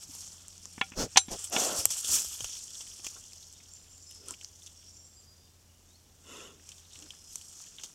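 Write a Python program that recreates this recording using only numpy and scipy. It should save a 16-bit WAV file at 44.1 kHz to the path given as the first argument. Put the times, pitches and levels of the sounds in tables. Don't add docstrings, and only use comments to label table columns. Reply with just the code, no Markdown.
import sys
import numpy as np
from scipy import signal
from scipy.io import wavfile

SR = 44100
rng = np.random.default_rng(int(sys.argv[2]) if len(sys.argv) > 2 else 0)


def wav_record(signal):
    frames = np.transpose(np.atleast_2d(signal))
    bounded = np.clip(frames, -1, 1)
    quanta = np.round(bounded * 32767).astype(np.int16)
    wavfile.write(sys.argv[1], SR, quanta)


def ratio_of_db(decibels):
    return 10 ** (np.asarray(decibels, float) / 20)


N = 350154
TIME = np.arange(N) / SR
SWELL_DB = 15
LEAF_BODY_HZ = 3200

# (time [s], crisp level [dB], nearness as duller body re crisp [dB])
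TRAMPLE = [(0, -55.5, -13.5), (.45, -54.5, -10), (.75, -53.5, -12.5), (.95, -61, -6), (1.5, -66, -9.5),
           (2.0, -45.5, -16), (2.6, -49.5, -13), (3.0, -49, -13.5), (3.35, -52, -16.5), (3.6, -58, -10.5),
           (4.55, -60.5, -15), (4.85, -57.5, -15.5), (5.07, -64, -13), (5.75, -69.5, -8), (6.3, -66.5, -10),
           (6.9, -64, -6.5), (7.401, -55.5, -14.5), (7.94, -58, -10)]
TRAMPLE_BRIGHTNESS = [1.5, 1.5, 0.1, -1.5, 1.5, 2.5, 0.1, -1.5, -2.5, -1.5, 0.1, -1.5, 0.1, 0.1, 0.1, 1.5,
                      2.5, 0.1]
# (peak time [s],
# peak level [dB], rise [s], fall [s])
SCUFFS = [(0.031, -43.5, 0.032, 0.029), (.14, -46.5, 0.089, 0.29), (.215, -50, 0.044, 0.16),
          (.88, -56, 0.14, 0.04), (1.022, -37.5, 0.049, 0.038), (1.15, -51, 0.092, .2),
          (1.326, -40, .032, .06), (1.41, -44.5, 0.083, 0.16), (1.53, -33, 0.01, 0.17),
          (1.6, -31, 0.0439, .25), (1.79, -30.5, 0.056, 0.065), (1.907, -33.5, 0.017, .11),
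          (1.985, -35.5, 0.055, 0.046), (2.146, -23.5, 0.1, 0.088), (2.33, -39.5, .15, .2),
          (2.43, -42.5, 0.036, 0.17), (2.554, -43.5, 0.071, 0.056), (2.824, -46, .15, 0.032),
          (3.058, -43, .04, 0.089), (4.161, -52.5, 0.095, 0.072), (4.31, -47, .08, 0.05),
          (4.435, -55.5, 0.091, 0.086), (4.674, -56, 0.22, 0.073), (6.38, -58, 0.17, 0.17),
          (6.705, -54.5, 0.11, .25), (6.974, -54, 0.1, .15), (7.129, -55, .12, 0.11),
          (7.343, -51, 0.12, 0.2), (7.613, -51.5, 0.18, .2), (7.847, -53.5, 0.074, 0.092)]
SCUFF_BRIGHTNESS = [1.5, 1.5, 1.5, 0.1, -4, -2.5, 0.1, 3, 1.5, 1.5, 4, 2.5, 4, 4, 1.5, 0.1, -1.5, 0.1, -1.5,
                    -1.5, 0.1, -1.5, 0.1, 1.5, 0.1, 0.1, -1.5, 2.5, 2.5, 0.1]
# (frequency [Hz], density [dB per Hz])
LEAF_CRISP_SPECTRUM = [(2470, -34), (4200, -14.5), (4940, -9.5), (5620, -1.5), (6250, -4), (7500, -3.5),
                       (9670, -10.5), (16000, -26.5)]
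# (frequency [Hz], density [dB per Hz])
LEAF_BODY_SPECTRUM = [(700, -26), (1400, -15), (2100, -17), (2800, -3), (3500, 0), (4150, -7), (4800, -26)]
# (frequency [Hz], density [dB per Hz])
AIR_SPECTRUM = [(12, -41.5), (24, -4), (86, -5), (422, -16), (1860, -26.5), (4540, -23.5), (6010, -20.5),
                (16000, -32)]
# (time [s], firing rate [Hz], level [dB rms])
ENGINE = [(0, 88.1, -66), (1.201, 87.6, -60.5), (2.5, 86.75, -70.5), (4.3, 85.3, -64.5), (5.5, 84.95, -65),
          (7.2, 83.74, -67.5), (7.94, 85, -77.5)]
# (time [s], peak level [dB], frequency [Hz],
# t60 [s])
THUMPS = [(0.088, -56, 90, 0.15), (0.969, -38, 38.7, 0.24), (0.999, -52, 32.3, 0.12),
          (1.028, -42.5, 115, 0.12), (1.308, -43, 32.6, 0.19), (0.091, -50.5, 275, 0.05),
          (1.788, -39, 82, 0.05), (1.86, -46, 95.5, 0.091), (2.093, -47.5, 75, 0.33),
          (2.26, -53.5, 68.6, 0.43), (2.419, -46.5, 115, 0.076), (2.449, -51, 32.6, 0.097),
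          (5.17, -56.5, 78.2, 0.16)]
# (time [s], peak level [dB], ring [Hz], ground thud re peak [dB])
TICKS = [(0.1511, -32, 7800, -11), (.3433, -41, 6960, -23), (0.4823, -28.5, 7840, -26),
         (0.5798, -34, 6700, -34), (0.6556, -26, 6740, -17), (0.9021, -37, 6500, -24),
         (1.272, -44, 10500, -30), (1.463, -38, 10800, -30), (1.499, -30, 10500, -32),
         (1.8549, -1.5, 7700, -19), (1.8552, -11, 11800, -40), (1.79, -25, 11000, -40),
         (2.2464, -30, 12500, -40), (2.2204, -20, 6700, -34), (1.94, -27, 7800, -34),
         (1.982, -27, 8700, -34), (2.59, -33, 8500, -33), (2.6428, -32, 7000, -33),
         (2.6802, -33, 5680, -33), (2.8778, -36, 7590, -33), (3.536, -38, 7800, -32),
         (3.77, -42, 5900, -32), (3.825, -42, 7800, -32), (4.111, -36, 10000, -35), (4.147, -41, 9500, -35),
         (4.322, -35, 7500, -35), (4.627, -42, 9800, -35), (4.6685, -33, 5930, -35),
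         (4.678, -38, 7000, -35), (3.527, -34.5, 7900, -32), (3.7366, -34.5, 7360, -42),
         (3.333, -33, 5800, -36), (3.9802, -38, 7100, -28), (4.2848, -22.5, 8830, -45),
         (4.3081, -21, 7500, -18), (4.4464, -25, 5900, -42.5), (6.955, -37, 5370, -34.5),
         (6.99, -35, 7250, -33), (7.001, -38, 7000, -33), (7.041, -38, 7000, -33), (7.06, -42, 5180, -26),
         (7.15, -42, 6500, -33), (7.414, -36, 6800, -25), (7.357, -21, 6600, -49),
         (7.528, -41.5, 6590, -15.5), (7.6197, -38, 6350, -53), (7.765, -39, 7000, -40),
         (7.858, -38, 5600, -40)]
# (time [s], peak level [dB], ring [Hz], hollow body re peak [dB], thud re peak [dB])
TEARS = [(1.392, -29, 7700, -23, -21), (1.4412, -25, 8000, -16.5, -43), (1.905, -21, 6850, -36, -22.5),
         (2.8066, -31.5, 5950, -9, -16), (3.045, -29, 6690, -9, -17), (7.8355, -27.5, 6300, -10, -24)]
# (time [s], peak level [dB], hollow body [Hz], body re peak [dB], thud re peak [dB])
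CRUNCHES = [(2.046, -23, 3250, -5, -23), (2.2464, -30, 3430, -10, -13), (2.4064, -24, 3130, -7, -14),
            (2.4441, -21, 3060, -10, -12), (2.5682, -34, 3590, -6, -33), (2.053, -31, 3300, -3, -25),
            (2.592, -42, 4200, 3, -30), (2.706, -38, 3500, -9, -29), (2.7526, -36.5, 3580, -2, -30),
            (2.8668, -38, 2330, -13, -24), (2.995, -42.5, 2730, -8, -6.5), (3.066, -22.5, 2750, -8, -15),
            (3.321, -46.5, 2360, -5, -30), (3.4274, -42.5, 3900, -2.5, -37), (3.603, -58, 2080, 8, -21),
            (4.112, -42, 2900, -3, -32), (4.339, -47.5, 2830, 8.5, -6), (4.412, -36.5, 2900, -1.5, -20),
            (4.621, -55, 3500, 6, -30), (4.663, -34, 3460, -14, -37), (4.672, -48, 3400, 7, -30),
            (6.6902, -33, 2960, -12.5, -21), (6.718, -38.5, 3300, -1, -27), (6.782, -45, 3440, -3, -25),
            (7.0236, -38.5, 2800, -5, -23.5), (6.9314, -45, 3850, 1.5, -25), (6.957, -46, 2900, 1.5, -25),
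            (7.1055, -39, 3140, 5, -25), (7.413, -48, 3000, 5, -20), (7.602, -62, 1100, 10, -9),
            (7.794, -57, 1300, 10, -9), (7.065, -62, 1300, 9, -9), (7.135, -63, 1350, 9, -9),
            (4.428, -63, 1400, 9, -9), (6.597, -62, 2150, 8, -9), (7.7842, -40.5, 3350, 5, -19),
            (7.7974, -43, 2930, 2, -15)]
# (time [s], peak level [dB], treble tilt [dB], scrape [s], low push re peak [dB])
KNOCKS = [
    (0.779, -37, -39, 0.0018, 11.5),
    (0.812, -11, -15, 0.0016, -11),
    (0.9187, -38, -28, 0.002, 8),
    (0.934, -44, -30, 0.003, 5),
    (1.159, -14.5, -12, 0.0026, -8),
    (1.171, 0.8, 0, .0029, -27),
    (1.283, -36.5, -7, 0.00039, 13.5),
    (1.5633, -13, -10, 0.0013, -5.5),
]
# (frequency [Hz], density [dB per Hz])
CRACK_SPECTRUM = [(150, -32), (450, -14.5), (620, -26), (881, -13), (1400, -16), (2700, -4), (6600, -6.5),
                  (14000, -40)]
# (frequency [Hz], level [dB], t60 [s])
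HOUSING_BRACKET_MODES = [(775, -15, 0.09), (1093, -16, 0.044), (1405, -15, 0.082), (1755, -5, 0.03),
                         (2175, -13, 0.059), (2299, -10, 0.066), (2478, -16, 0.06), (2562, -19, 0.075),
                         (2702, -24, 0.065), (3063, -19, 0.063), (3359, -13, 0.076),
                         (3623, -9, 0.076), (3908, -6, 0.12), (4113, -8, 0.087), (4420, -23, 0.1),
                         (5362, -19, 0.11), (5986, -3, 0.12), (6272, -15, 0.12), (6422, -3, 0.068),
                         (7117, -6, 0.083), (7515, -10, 0.2), (8199, -16, 0.1), (8818, -11, 0.1), (9292, -16, 0.13),
                         (9814, -14, 0.13)]
# (frequency [Hz], level [dB], t60 [s])
CAVITY_MODES = [(803, 7, .03), (1003, 6, .03)]
# (peak time [s], level [dB], rise [s], fall [s])
SNORTS = [
    (1.011, -37, 0.047, .062),
    (1.332, -42.5, .033, 0.035),
    (1.555, -36.5, 0.043, .26),
    (1.73, -46, .13, .12),
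    (2.13, -59, 0.067, 0.11),
    (3.166, -58.5, 0.013, 0.026),
    (4.26, -61, 0.08, 0.06),
    (4.305, -56, 0.035, 0.045),
    (6.36, -53.5, .115, .23),
    (7.025, -61, 0.058, .075),
]
# (snout frequency factor [ratio], upper resonances [dB], nostril hiss [dB], puff on microphone [dB])
SNORT_MANNERS = [(1.24, -5, -17, 1), (1.35, -35, -15, -4.5), (1.5, -3, -4.5, -44), (1.6, 11, -14, -44),
                 (1.2, 2, -11, 5.5), (1.5, 13, -0.5, -12), (0.9, -4, -16, -12), (0.75, 11, -12, -14),
                 (0.96, 8.5, 3, -22), (0.69, -10, -18, -19)]
# (frequency [Hz], width [Hz], level [dB])
SNOUT_RESONANCES = [(306.5, 390, 8.5), (435, 170, 9), (1060, 250, 3.5), (1290, 190, 4)]
# (frequency [Hz], width [Hz], level [dB])
NOSTRIL_RESONANCES = [(2050, 500, -11), (2830, 420, 0), (3400, 340, -1.5), (5350, 500, -7), (6500, 500, -3),
                      (7150, 400, -3), (9200, 800, -13), (10900, 500, -17), (12600, 500, -21)]
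# (start [s], end [s], first pitch [Hz], last pitch [Hz], level [dB rms])
BIRD_NOTES = [(3.53, 3.69, 3700, 3700, -76), (3.7, 3.87, 7250, 7200, -62), (3.87, 4.13, 7240, 7230, -62),
              (4.05, 4.37, 5190, 5170, -62), (4.74, 5.1, 5580, 5620, -63), (4.92, 5.04, 7220, 7330, -65),
              (5.0, 5.26, 7440, 7420, -65), (5.16, 5.26, 4860, 4855, -70), (5.26, 5.35, 4860, 4855, -70),
              (5.37, 5.47, 4855, 4850, -73), (5.88, 5.94, 3570, 3900, -78), (5.93, 5.965, 3900, 4500, -73),
              (5.3, 5.62, 3620, 3580, -82), (5.68, 5.82, 2900, 2900, -82), (6.88, 7.1, 4180, 4190, -76),
              (7.05, 7.32, 5150, 5130, -67)]


def evened(x):
    return x / np.sqrt(np.mean(x ** 2) + 1e-20)


def add(mix, s, sound):
    part = mix[round(s * SR):][:len(sound)]
    part += sound[:len(part)]


def taps_of(points, size=2048):
    f, db = np.transpose(points)
    hz = abs(np.fft.fftfreq(2 * size, 1 / SR))
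    log_gain = np.log(ratio_of_db(np.interp(np.log(hz + 1), np.log(f + 1), db)))
    taps = np.fft.ifft(np.exp(np.conj(signal.hilbert(log_gain)))).real[:size]
    return taps / np.linalg.norm(taps)


def resonate(x, hz, width):
    turn = np.exp(2j * np.pi * np.cumsum(hz * np.ones(len(x))) / SR)
    r = np.exp(-np.pi * width / SR)
    return 2 * (turn * signal.lfilter([1 - r], [1, -r], x / turn)).real


def resonate_twice(x, hz, width, second_width):
    return resonate(resonate(x, hz, width), hz, second_width)


def wobble(count, hz):
    slow = signal.butter(2, hz, fs=SR, output="sos")
    return evened(signal.sosfilt(slow, rng.standard_normal(count)))


def swell(t, peak, db, rise, fall, bend):
    return db - SWELL_DB * (abs(t - peak) / np.where(t < peak, rise, fall)) ** bend


def shuffle():
    s, bed_db, near_db = np.transpose(TRAMPLE)
    t = TIME[::32]
    bed = ratio_of_db(2 * np.interp(t, s, bed_db))
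    strokes = np.array([ratio_of_db(2 * swell(t, *row, bend=1.4)) for row in SCUFFS])
    power = bed + strokes.sum(0)
    bed_bright = bed * np.interp(t, s, TRAMPLE_BRIGHTNESS)
    bright_db = (bed_bright + np.array(SCUFF_BRIGHTNESS) @ strokes) / power
    crisp_db = np.interp(TIME, t, 10 * np.log10(power))
    return crisp_db, np.interp(TIME, s, near_db), np.interp(TIME, t, bright_db)


def crackle(crisp_db, low_hz, high_hz, per_s, spread_db, patch_db, count):
    force_db = crisp_db + 40.5
    hiss = 1 + .25 * ratio_of_db(force_db)
    clumps = wobble(N, hz=40)
    out = np.zeros(N)
    for hz in np.geomspace(low_hz, high_hz, count):
        size = ratio_of_db(spread_db * np.minimum(rng.exponential(1, N), 5)) * rng.choice([-1., 1.], N)
        clicks = evened(size * (rng.random(N) < per_s / SR)) + hiss * rng.standard_normal(N)
        brighter_db = .29 * force_db * max(np.log2(hz / 8000), 0)
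        patch = ratio_of_db(patch_db * (wobble(N, hz=3) + clumps) + brighter_db)
        band = signal.butter(2, [hz / 1.13, hz * 1.13], "band", fs=SR, output="sos")
        out += signal.sosfilt(band, patch * clicks / np.sqrt((1 + hiss ** 2) * hz))
    return out


def leaves():
    crisp_db, near_db, bright_db = shuffle()
    crisp = crackle(crisp_db, 4200, 15000, per_s=550, spread_db=3.3, patch_db=1.7, count=7)
    body = crackle(crisp_db, 1300, 4200, per_s=250, spread_db=3.7, patch_db=2.2, count=5)
    crisp = evened(signal.oaconvolve(crisp, taps_of(LEAF_CRISP_SPECTRUM))[:N])
    under = signal.sosfiltfilt(signal.butter(4, 6400, fs=SR, output="sos"), crisp)
    crisp = ratio_of_db(-bright_db / 2) * under + ratio_of_db(bright_db / 2) * (crisp - under)
    body = evened(signal.oaconvolve(body, taps_of(LEAF_BODY_SPECTRUM))[:N])
    mould = evened(resonate(rng.standard_normal(N) * ratio_of_db(3.7 * wobble(N, hz=40)), 950, 730))
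    return ratio_of_db(crisp_db) * (crisp + ratio_of_db(near_db) * (body + ratio_of_db(-10.5) * mould))


def air():
    return ratio_of_db(-63.5) * signal.oaconvolve(rng.standard_normal(N), taps_of(AIR_SPECTRUM, size=8192))[:N]


def drone():
    s, *columns = np.transpose(ENGINE)
    hz, db = (np.interp(TIME, s, c) for c in columns)
    turns = np.cumsum(hz + .7 * wobble(N, hz=3)) / SR
    second_db = -7 - 20 * np.clip((TIME - 1) / .1, 0, 1)
    orders = np.sin(2 * np.pi * turns) + ratio_of_db(second_db) * np.sin(4 * np.pi * turns)
    return np.sqrt(2) * ratio_of_db(db + .53 * wobble(N, hz=4.5)) * orders


def thump(s, peak_db, hz, t60):
    t = np.arange(SR // 3) / SR
    shape = np.sin(2 * np.pi * hz * t) * (1 - np.exp(-t / .0043)) * ratio_of_db(-60 * t / t60)
    return s, ratio_of_db(peak_db) * shape / abs(shape).max()


def snap(s, peak_db, hz, body_hz, body_db, low_db, t60):
    t = np.arange(SR // 10) / SR
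    decay = ratio_of_db(-60 * t / t60) + ratio_of_db(-25.5 - 60 * t / .14)
    burst = rng.standard_normal((3, len(t))) * decay
    burst[:, :8] += 1.7 * burst.max() * np.hanning(8) * np.cos(2 * np.pi * hz * t[:8])
    litter = np.convolve(burst[0], taps_of(LEAF_CRISP_SPECTRUM, size=128))[:len(t)]
    crisp = resonate_twice(burst[0], hz, 1560, 3300) + .094 * litter
    body = resonate_twice(burst[1], body_hz, 690, 1250)
    thud = resonate(resonate(burst[2], 340, 720), 1120, 1700)
    parts = (crisp, 0), (body, body_db), (thud, low_db)
    return s, sum(ratio_of_db(peak_db + db) * part / abs(part).max() for part, db in parts)


def tick(s, peak_db, hz, thud_db):
    return snap(s, peak_db, hz, LEAF_BODY_HZ, -24, thud_db, t60=.0062)


def crunch(s, peak_db, body_hz, body_db, thud_db):
    return snap(s, peak_db, 6370, body_hz, body_db, thud_db, t60=.027)


def tear(s, peak_db, hz, body_db, thud_db):
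    return snap(s, peak_db, hz, LEAF_BODY_HZ, body_db, thud_db, t60=.089)


def knock(s, peak_db, tilt_db, scrape, push_db):
    t = np.arange(SR // 4) / SR
    rattle = .012 * np.exp(-t / .0084)
    blow = t / scrape * (np.exp(-t / scrape) + rattle)
    crack = np.convolve(blow * rng.standard_normal(len(t)), taps_of(CRACK_SPECTRUM, size=512))[:len(t)]
    dull = signal.sosfilt(signal.butter(8, 3950 + 40 * tilt_db, fs=SR, output="sos"), crack)
    crack = dull + ratio_of_db(1.4 * tilt_db) * (crack - dull)
    low_db, high_db = 5.5 - .5 * abs(tilt_db + 14), 2.2 * tilt_db
    modes = [(f, db + (high_db if f > 3500 else low_db), t60) for f, db, t60 in HOUSING_BRACKET_MODES]
    modes += [(f, db + .6 * tilt_db, t60) for f, db, t60 in CAVITY_MODES]
    ring = sum(ratio_of_db(db - 60 * t / t60) * np.sin(2 * np.pi * (f * t + rng.random())) for f, db, t60 in modes)
    push = np.sin(2 * np.pi * 230 * t) * t / .0074 * np.exp(1 - t / .0018)
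    sound = crack + .18 * ring * (1 - np.exp(-t / .002))
    return s, ratio_of_db(peak_db) * (sound / abs(sound).max() + ratio_of_db(push_db) * push)


def snort(row, snout, upper_db, hiss_db, puff_db):
    peak, _, rise, fall = row
    start = peak - 2 * rise
    t = np.arange(start, peak + 1.2 * fall, 1 / SR)
    breath_db = swell(t, *row, bend=3)
    flaps = np.cumsum(155 + 11.78 * wobble(len(t), hz=22)) / SR
    jet = rng.standard_normal((3, len(t))) * (1 + .28 * np.cos(2 * np.pi * flaps))
    late = np.clip((t - peak) / fall, 0, 1)
    fade = ratio_of_db(-SWELL_DB * .9 * late ** 2)
    shift = snout * (1 - .3 * late ** 2)
    tremble = 1 + .025 * wobble(len(t), hz=25)
    low = sum(ratio_of_db(db) * resonate_twice(jet[0], f * shift, w * snout, 1.1 * w * snout)
              for f, w, db in SNOUT_RESONANCES[:2])
    low = signal.sosfilt(signal.butter(2, 130 * snout, "high", fs=SR, output="sos"), low)
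    low += fade * sum(ratio_of_db(db + upper_db) * resonate_twice(jet[0], f * tremble, w, 1.1 * w)
                      for f, w, db in SNOUT_RESONANCES[2:])
    high = sum(ratio_of_db(db) * resonate_twice(jet[1], f * tremble, w, 1.5 * w) for f, w, db in NOSTRIL_RESONANCES)
    rush = resonate(resonate(jet[2], 6040, 1260), 3730, 3120)
    puff = evened(resonate(jet[2], 184, 170)) + ratio_of_db(1) * evened(rush)
    breath = evened(low) + fade * (ratio_of_db(hiss_db) * evened(high) + ratio_of_db(puff_db) * puff)
    return start, ratio_of_db(breath_db) * breath * signal.windows.tukey(len(t), .1)


def note(start, end, first_hz, last_hz, db):
    t = np.arange(0, end - start, 1 / SR)
    depth = .12 + (first_hz / 6950) ** 4
    warble = depth * np.sin(2 * np.pi * np.cumsum(115 + 55 * wobble(len(t), hz=40)) / SR)
    phase = 2 * np.pi * np.cumsum(np.linspace(first_hz, last_hz, len(t))) / SR + warble
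    level = ratio_of_db(-6 * t / t[-1] + 4 * wobble(len(t), hz=35))
    song = np.sin(phase) * level * signal.windows.tukey(len(t), .25)
    lag = np.arange(SR // 5) / SR
    echoes = rng.standard_normal(len(lag)) * (rng.random(len(lag)) < .01) * ratio_of_db(-16 - 60 * lag / .35)
    echoes[0] = 1
    return start, ratio_of_db(db) * evened(signal.fftconvolve(song, echoes))


def scene():
    mix = leaves() + air() + drone()
    sources = ((thump, THUMPS), (tick, TICKS), (crunch, CRUNCHES), (tear, TEARS),
               (knock, KNOCKS), (note, BIRD_NOTES))
    for source, table in sources:
        for row in table:
            add(mix, *source(*row))
    for row, manner in zip(SNORTS, SNORT_MANNERS):
        add(mix, *snort(row, *manner))
    return mix[None]


def low_pass(x):
    return signal.sosfilt(signal.butter(12, 16810, fs=SR, output="sos"), x)


def record(dry):
    direct = dry[0]
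    ported = direct - .42 * resonate(direct, 3900, 260) - .4 * resonate(direct, 9900, 1100)
    ported = ported + .35 * resonate(ported, 11300, 700)
    limited = np.tanh(ported[None] / .93)
    edge = signal.firwin(255, 15900, window=("kaiser", 8), fs=SR)
    return low_pass(signal.oaconvolve(limited, edge[None], "same"))


dry = scene()
out = record(dry)
wav_record(out)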